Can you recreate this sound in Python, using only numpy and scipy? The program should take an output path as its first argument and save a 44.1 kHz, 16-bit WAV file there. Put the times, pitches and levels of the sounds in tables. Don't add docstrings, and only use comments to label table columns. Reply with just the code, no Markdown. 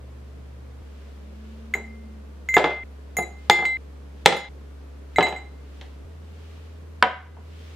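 import sys
import numpy as np
from scipy import signal
from scipy.fft import rfft, irfft
from scipy.io import wavfile

SR = 44100
rng = np.random.default_rng(int(sys.argv[2]) if len(sys.argv) > 2 else 0)


def int16_out(signal):
    q = np.round(np.clip(np.atleast_2d(signal).T, -1, 1) * 32767)
    wavfile.write(sys.argv[1], SR, q.astype(np.int16))


N = 342075

BOUNDARIES = [0, .82, 2.837, 3.771, 4.489, 6.05, N / SR]


def amp(db):
    return 10 ** (np.asarray(db) / 20)


def unit(x):
    return x / np.sqrt(np.mean(x ** 2) + 1e-20)


def read(points, hz):
    point_hz, value = np.transpose(points)
    return np.interp(np.log(hz + 1), np.log(point_hz + 1), value)


def colour(x, points):
    gain = amp(read(points, np.fft.rfftfreq(len(x), 1 / SR)))
    return irfft(rfft(x) * gain, len(x))


def add(mix, s, sound):
    part = mix[round(s * SR):][:len(sound)]
    part += sound[:len(part)]


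def spread(mid, side):
    # frequency in Hz, level of side against mid in dB.
    width = [(60, -28), (160, -7.5), (350, 0.5), (700, -5), (1500, 0.5), (3000, -1.5), (6000, 0),
             (14000, 0.5)]
    side = colour(side, width)
    return np.array([mid + side, mid - side])


def noise(points):
    mid, side = (unit(colour(white, points)) for white in rng.standard_normal((2, N)))
    return spread(mid, side)


def drone(t):
    start_s, length_s, fade_s = 1.13, 1.277, 0.29
    level_db, base_hz, arch_hz = -46.5, 209, 14
    age = np.clip(t - start_s, 0, length_s)
    hz = base_hz + arch_hz * np.sin(np.pi * age / length_s)
    phase = 2 * np.pi * np.cumsum(hz) / SR
    fade = np.minimum(np.minimum(age, length_s - age) / fade_s, 1)
    return amp(level_db) * fade * np.sqrt(2) * np.sin(phase)


def sleeves(t):
    # loudest moment in seconds, time to swell or fade in seconds, level in dB rms.
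    arm_moves = [(1.03, 0.22, -64.5), (1.52, 0.2, -64), (3.45, .08, -62.5), (4.21, 0.055, -64.5),
                 (5.14, 0.052, -65), (5.8, 0.17, -62.5), (6.5, 0.26, -61), (7.68, 0.21, -57)]
    # frequency in Hz, relative level in dB per Hz.
    cloth = [(200, -20.5), (900, -2.5), (3000, 2), (5500, -7.5), (10000, -19.5), (16000, -23.5)]
    rest_db = -74
    moves = sum(amp(db) * np.exp(-((t - s) / swell_s) ** 2) for s, swell_s, db in arm_moves)
    return np.hypot(moves, amp(rest_db)) * noise(cloth)


def background():
    # frequency in Hz, relative level in dB per Hz.
    air_spectrum = [(59, -45), (100, -11), (129, -7), (214, -4), (249, -5.5), (372, -10.5), (404, -5.5),
                    (813, -19), (1190, -19.5), (1270, -21), (14200, -45), (15800, -56.5)]
    air_db = -52
    t = np.arange(N) / SR
    return sleeves(t) + amp(air_db) * noise(air_spectrum) + drone(t)


def hum(start, end):
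    # start of the span in seconds, end in seconds, frequency in Hz, level in dB rms.
    machinery = [(0, 6.05, 69.5, -41), (0, .82, 120, -52), (6, 7.76, 78.6, -41), (2, 6.05, 280, -63),
                 (3.5, 7.76, 140, -61)]
    t = np.arange(round(start * SR), round(end * SR)) / SR
    phases = rng.uniform(0, 2 * np.pi, len(machinery))
    return sum(np.sqrt(2) * amp(db) * np.sin(2 * np.pi * hz * t + phase)
               for (on, off, hz, db), phase in zip(machinery, phases) if on < t.mean() < off)


def room_tail(build_s=0.0086):
    # frequency in Hz, reverberation time t60 in seconds.
    decay_times = [(150, 0.4), (400, 0.1743), (1000, 0.4232), (2200, 0.3734), (4000, 0.3743), (7500, 0.33),
                   (14000, 0.2)]
    # frequency in Hz, level of the tail in dB.
    tail_levels = [(100, -20.5), (200, -2), (500, 0), (1000, -10.5), (2100, -6.5), (4000, -6.5),
                   (8000, -3.5), (14000, -8)]
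    impulses = rng.choice([-1., 1.], SR) * (rng.random(SR) < 1 / 10)
    hz, t, bands = signal.stft(impulses, SR, nperseg=256)
    t60 = read(decay_times, hz)[:, None]
    decay = amp(read(tail_levels, hz)[:, None] - 60 * t / t60)
    energy_scale = np.sqrt(10 * np.log(10 ** 6) / (t60 * SR))
    tail = signal.istft(bands * decay * energy_scale, SR, nperseg=256)[1][:SR]
    return tail * np.minimum(np.arange(SR) / SR / build_s, 1) ** 2


def room(x, wet_db, side_db=-5):
    # delay in seconds, level in dB, extra delay at the right microphone in seconds.
    echoes = [(.0022, -13, .00005), (.0047, -19.5, -.00005), (.0093, -18.5, .00007), (0.0133, -14, -.00007)]
    # frequency in Hz, phase by which the left microphone leads in radians.
    phase_lead = [(0, -0.026), (1200, -0.04), (2070, -0.28), (3960, 0.046), (5600, -0.1), (6980, 0.28),
                  (7320, 0.1), (11900, 0.1), (15500, 0.0)]
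    left, right = spread(room_tail(), amp(side_db) * room_tail())
    for delay_s, db, lag_s in echoes:
        left[round(delay_s * SR)] += amp(db)
        right[round((delay_s + lag_s) * SR)] += amp(db)
    lead = read(phase_lead, np.fft.rfftfreq(len(x), 1 / SR))
    turn = np.exp(.5j * np.outer([1, -1], lead))
    direct = irfft(rfft(x) * turn, len(x))
    reflected = signal.fftconvolve(x[None], np.array([left, right]), axes=1)[:, :len(x)]
    return direct + amp(wet_db) * reflected


def knock(body, level_db, treble_hz, bass_hz, air_hz, crack_db, table_db,
          air_db=1, air_t60=.04, crack_t60=0.037, table_t60=0.15):
    # frequency in Hz, relative level in dB per Hz.
    crack_spectrum = [(150, -19.5), (500, -8), (1500, -7), (2500, 0.5), (3400, 0.5), (4500, -7.5),
                      (9000, -16.5), (16000, -27)]
    # frequency in Hz, relative level in dB per Hz.
    table_spectrum = [(100, -27), (175, -3), (240, -12.5), (400, -4), (800, -0.5), (1050, -8),
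                      (1600, -11.5), (3000, -19.5), (8000, -38)]
    t = np.arange(SR // 2) / SR
    air = amp(air_db - 60 * t / air_t60) * np.sin(2 * np.pi * air_hz * t)
    modes = sum((-1) ** k * amp(db - 60 * t / t60) * np.sin(2 * np.pi * hz * t)
                for k, (hz, db, t60) in enumerate(body))
    crack = unit(colour(rng.standard_normal(len(t)), crack_spectrum))
    crack = crack * amp(crack_db - 60 * t / crack_t60)
    table = unit(colour(rng.standard_normal(len(t)), table_spectrum))
    table = table * amp(table_db - 60 * t / table_t60)
    rounded = signal.butter(2, min(treble_hz, SR / 3), fs=SR)
    blow = signal.lfilter(*rounded, air + modes + crack + table)
    return amp(level_db) * signal.lfilter(*signal.butter(1, bass_hz, "high", fs=SR), blow)


def jigger_knock(s, level_db, treble_hz, crack_db, table_db):
    # frequency in Hz, level in dB, t60 in seconds.
    jigger_modes = [(211, -11.5, 0.087), (293, -27, 0.32), (552, -10.5, 0.075), (678, -7, 0.04),
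                    (747, -8, 0.11), (980, -3, 0.067), (1274, -8, 0.032), (1780, -17, 0.027),
                    (2014, -40, 0.81), (2025, -8, 0.04), (2227, -17, .06), (2820, -33.5, .04),
                    (3092, -15, 0.1), (3460, -18, 0.054)]
    bass_corner_hz, cup_air_hz = 763, 1530
    return knock(jigger_modes, level_db, treble_hz, bass_corner_hz, cup_air_hz, crack_db, table_db,
                 air_db=2.0, air_t60=0.018)


def ping(s, level_db):
    # frequency in Hz, level in dB, t60 in seconds.
    arm_modes = [(10770, -1.5, 0.11), (10845, -3, .12), (14590, -8, .1)]
    t = np.arange(SR // 4) / SR
    return sum(amp(level_db + db - 60 * t / t60) * np.sin(2 * np.pi * hz * t) for hz, db, t60 in arm_modes)


def clink(level_db, bright_db, depth, free_s):
    # frequency in Hz, level in dB, t60 in seconds, half waves from rim to base.
    wall_modes = [(2078.6, 3.5, .75, 0), (3950, -4.5, 0.58, 0.77), (6730, -9.5, .12, 3.5),
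                  (6910, -15, 0.2, 3), (7720, -11, 0.19, 2.4), (12000, -20, .14, 3.5),
                  (12650, -25, .14, 3.5), (13560, -20.5, .11, 3.5), (14590, -23.5, .1, 4),
                  (15200, -28, .1, 4)]
    bright_top_hz = 8000
    node_db = -24.5
    twin_db, twin_split_hz = -23, 4.1
    lowest_leaning_t60, upper_leaning_t60 = 0.0071, 0.65
    contact_s = 0.0002
    tick_db, tick_t60, tick_hz = -7.5, 0.032, 1500
    t = np.arange(SR) / SR
    hz, db, t60, half_waves = np.transpose(wall_modes)[:, :, None]
    swing = np.hypot(np.cos(np.pi * half_waves * np.clip(depth, 0, 1)), amp(node_db))
    tilt_db = bright_db * np.log2(np.minimum(hz, bright_top_hz) / hz[0])
    rings = swing * amp(level_db + db + tilt_db - 60 * t / t60)
    modes = rings * np.sin(2 * np.pi * hz * t)
    leaning_s = np.maximum(t - free_s, 0)
    lowest = modes[0] * amp(-60 * leaning_s / lowest_leaning_t60)
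    twin = rings[0] * amp(twin_db) * np.sin(2 * np.pi * (hz[0] + twin_split_hz) * t)
    upper = modes[1:].sum(0) * amp(-60 * leaning_s / upper_leaning_t60)
    tick = rng.standard_normal(len(t)) * amp(level_db + tick_db - 60 * t / tick_t60)
    tick = signal.lfilter(*signal.butter(1, tick_hz, fs=SR), tick)
    onset = 1 - np.exp(-(t / contact_s) ** 2)
    return (lowest + twin + upper) * onset + tick


def cube_knock(s, level_db, treble_hz, crack_db, table_db):
    # frequency in Hz, level in dB, t60 in seconds.
    base_modes = [(175, -10, 0.076), (272, -18.5, 0.12), (353, -18, 0.18), (420, -10, 0.068),
                  (530, -16.5, 0.068), (691.7, -15, 0.046), (810, -28, 0.55), (995, -15, .04),
                  (1216, -7.5, .025), (1690, -7.5, 0.026), (1985, -8, 0.032), (2450, -18.5, 0.035),
                  (2960, -14, .03), (3345, -8.5, 0.038), (3561, -10.5, .03), (4960, -17.5, 0.02)]
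    # time in seconds, resonance in Hz.
    air_column = [(3.2, 730), (3.5, 833), (4.3, 827), (5.2, 758)]
    bass_corner_hz, bass_octave_db = 45, 13
    soft_hz, bass_follows = 2040, 1
    hardness = (treble_hz / soft_hz) ** bass_follows
    lightness = 2 ** (-(level_db + table_db) / bass_octave_db)
    bass_hz = min(bass_corner_hz * hardness * lightness, SR / 4)
    air_hz = np.interp(s, *np.transpose(air_column))
    return knock(base_modes, level_db, treble_hz, bass_hz, air_hz, crack_db, table_db)


def play(rows, voice, start, end):
    dry = np.zeros(round(end * SR) - round(start * SR))
    for s, *columns in rows:
        if start <= s < end:
            add(dry, s - start, voice(s, *columns))
    return dry


def stretch(start, end):
    # start in seconds, level in dB, treble corner in Hz,
    # level of the crack in dB, level of the table top in dB.
    set_down = [(7.0253, 2, 2205, -7, -12.5), (7.368, -43.5, 1193, -11, 1)]
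    # start in seconds, level in dB.
    pings = [(3.1686, -31.5), (3.5078, -45.5), (4.3652, -38.5), (5.2835, -51)]
    # start in seconds, level in dB, brightness in dB per octave,
    # depth from 0 at the rim to 1 at the base, time until ice leans on the wall in seconds.
    clinks = [(1.7387, -16.5, -4.5, 0.67, 0.0068), (2.4882, -21.5, -2.5, 0.65, 0.1),
              (2.5412, -15, -0.5, 0.65, 0.037), (2.5668, -19, -3.5, 0.74, 0.076),
              (2.6418, -20, -8, 0.62, .3), (3.1686, -24, 5.5, 0.63, .072), (3.225, -38, 1, 0.33, .02),
              (3.5078, -9, -1, 0.65, .145), (3.653, -14, -7, 0.48, .3), (4.2595, -16.5, 1, 0.098, 0.22),
              (4.3652, -23, -1.5, 0.65, 0.063), (5.16, -23, -5, 0.36, 0.013), (5.1848, -23, 0, 0.16, 0.021),
              (5.2266, -16, -2.8, 0.097, 0.038), (5.2835, -40, 1.5, .88, .076),
              (5.362, -33, -3, 0.71, 0.024)]
    # start in seconds, level in dB, treble corner in Hz,
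    # level of the crack in dB, level of the table top in dB.
    landings = [(1.7472, -24, 1627, -5, -7), (2.5666, -2.5, 2250, -13, -3.5), (2.5792, -13, 4500, 1, -4.5),
                (2.6413, -7.5, 3170, -8.5, -4.5), (2.706, -26, 4000, -15, 0),
                (3.1688, -27.5, 1200, -10.5, -8.5), (3.1861, -14.5, 1000, -0.5, -12.5),
                (3.498, 1, 6000, -7, -23.5), (3.589, -17, 1500, -13, -7), (3.624, -18, 1800, -25.5, -6),
                (3.6528, -39.5, 6900, 11.5, -10.5), (4.2535, -36.5, 7000, 0.5, -11),
                (4.2594, 4, 7986, -2, -10), (4.277, -23.5, 7100, 2.5, -12.5), (4.3235, -11, 3500, 0.5, -3),
                (5.1843, -5, 1900, -11, -6), (5.2075, -9.5, 2010, 0.5, -12.5),
                (5.2675, -26.5, 3200, 4, 2.5), (5.325, -24, 1200, 4, -10.5), (5.8125, -40, 4500, 2, -3.5)]
    jigger = play(set_down, jigger_knock, start, end)
    tongs = play(pings, ping, start, end)
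    chimes = play(clinks, lambda s, *touch: clink(*touch), start, end) + tongs
    ice = play(landings, cube_knock, start, end)
    soft_edges = signal.windows.tukey(len(ice), .002 / (end - start))
    blows = room(chimes, wet_db=-5.0) + room(ice + jigger, wet_db=1.0)
    return (blows + hum(start, end)) * soft_edges


def scene():
    stretches = [stretch(start, end) for start, end in zip(BOUNDARIES, BOUNDARIES[1:])]
    return np.hstack(stretches) + background()


def smooth(v, seconds):
    r = np.exp(-1 / (seconds * SR))
    return signal.lfilter([1 - r], [1, -r], v)


def gain_control(x, threshold_db=-15, share=0.62, recover_db_per_s=14, sense_s=.006, attack_s=0.0025):
    power_db = 10 * np.log10(smooth((x ** 2).mean(0), sense_s) + 1e-12)
    over_db = share * np.maximum(power_db - threshold_db, 0)
    fall = recover_db_per_s * np.arange(len(over_db)) / SR
    reduction_db = np.maximum.accumulate(over_db + fall) - fall
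    return x * amp(-smooth(reduction_db, attack_s))


def record(dry, knee=7):
    edge_hz = 15900
    parts = np.split(dry, [round(s * SR) for s in BOUNDARIES[1:-1]], axis=1)
    levelled = np.hstack([gain_control(x) for x in parts])
    clipped = levelled / (1 + abs(levelled) ** knee) ** (1 / knee)
    low_pass = signal.firwin(255, edge_hz, window=("kaiser", 8), fs=SR)
    return signal.oaconvolve(clipped, low_pass[None], "same")


dry = scene()
out = record(dry)
int16_out(out)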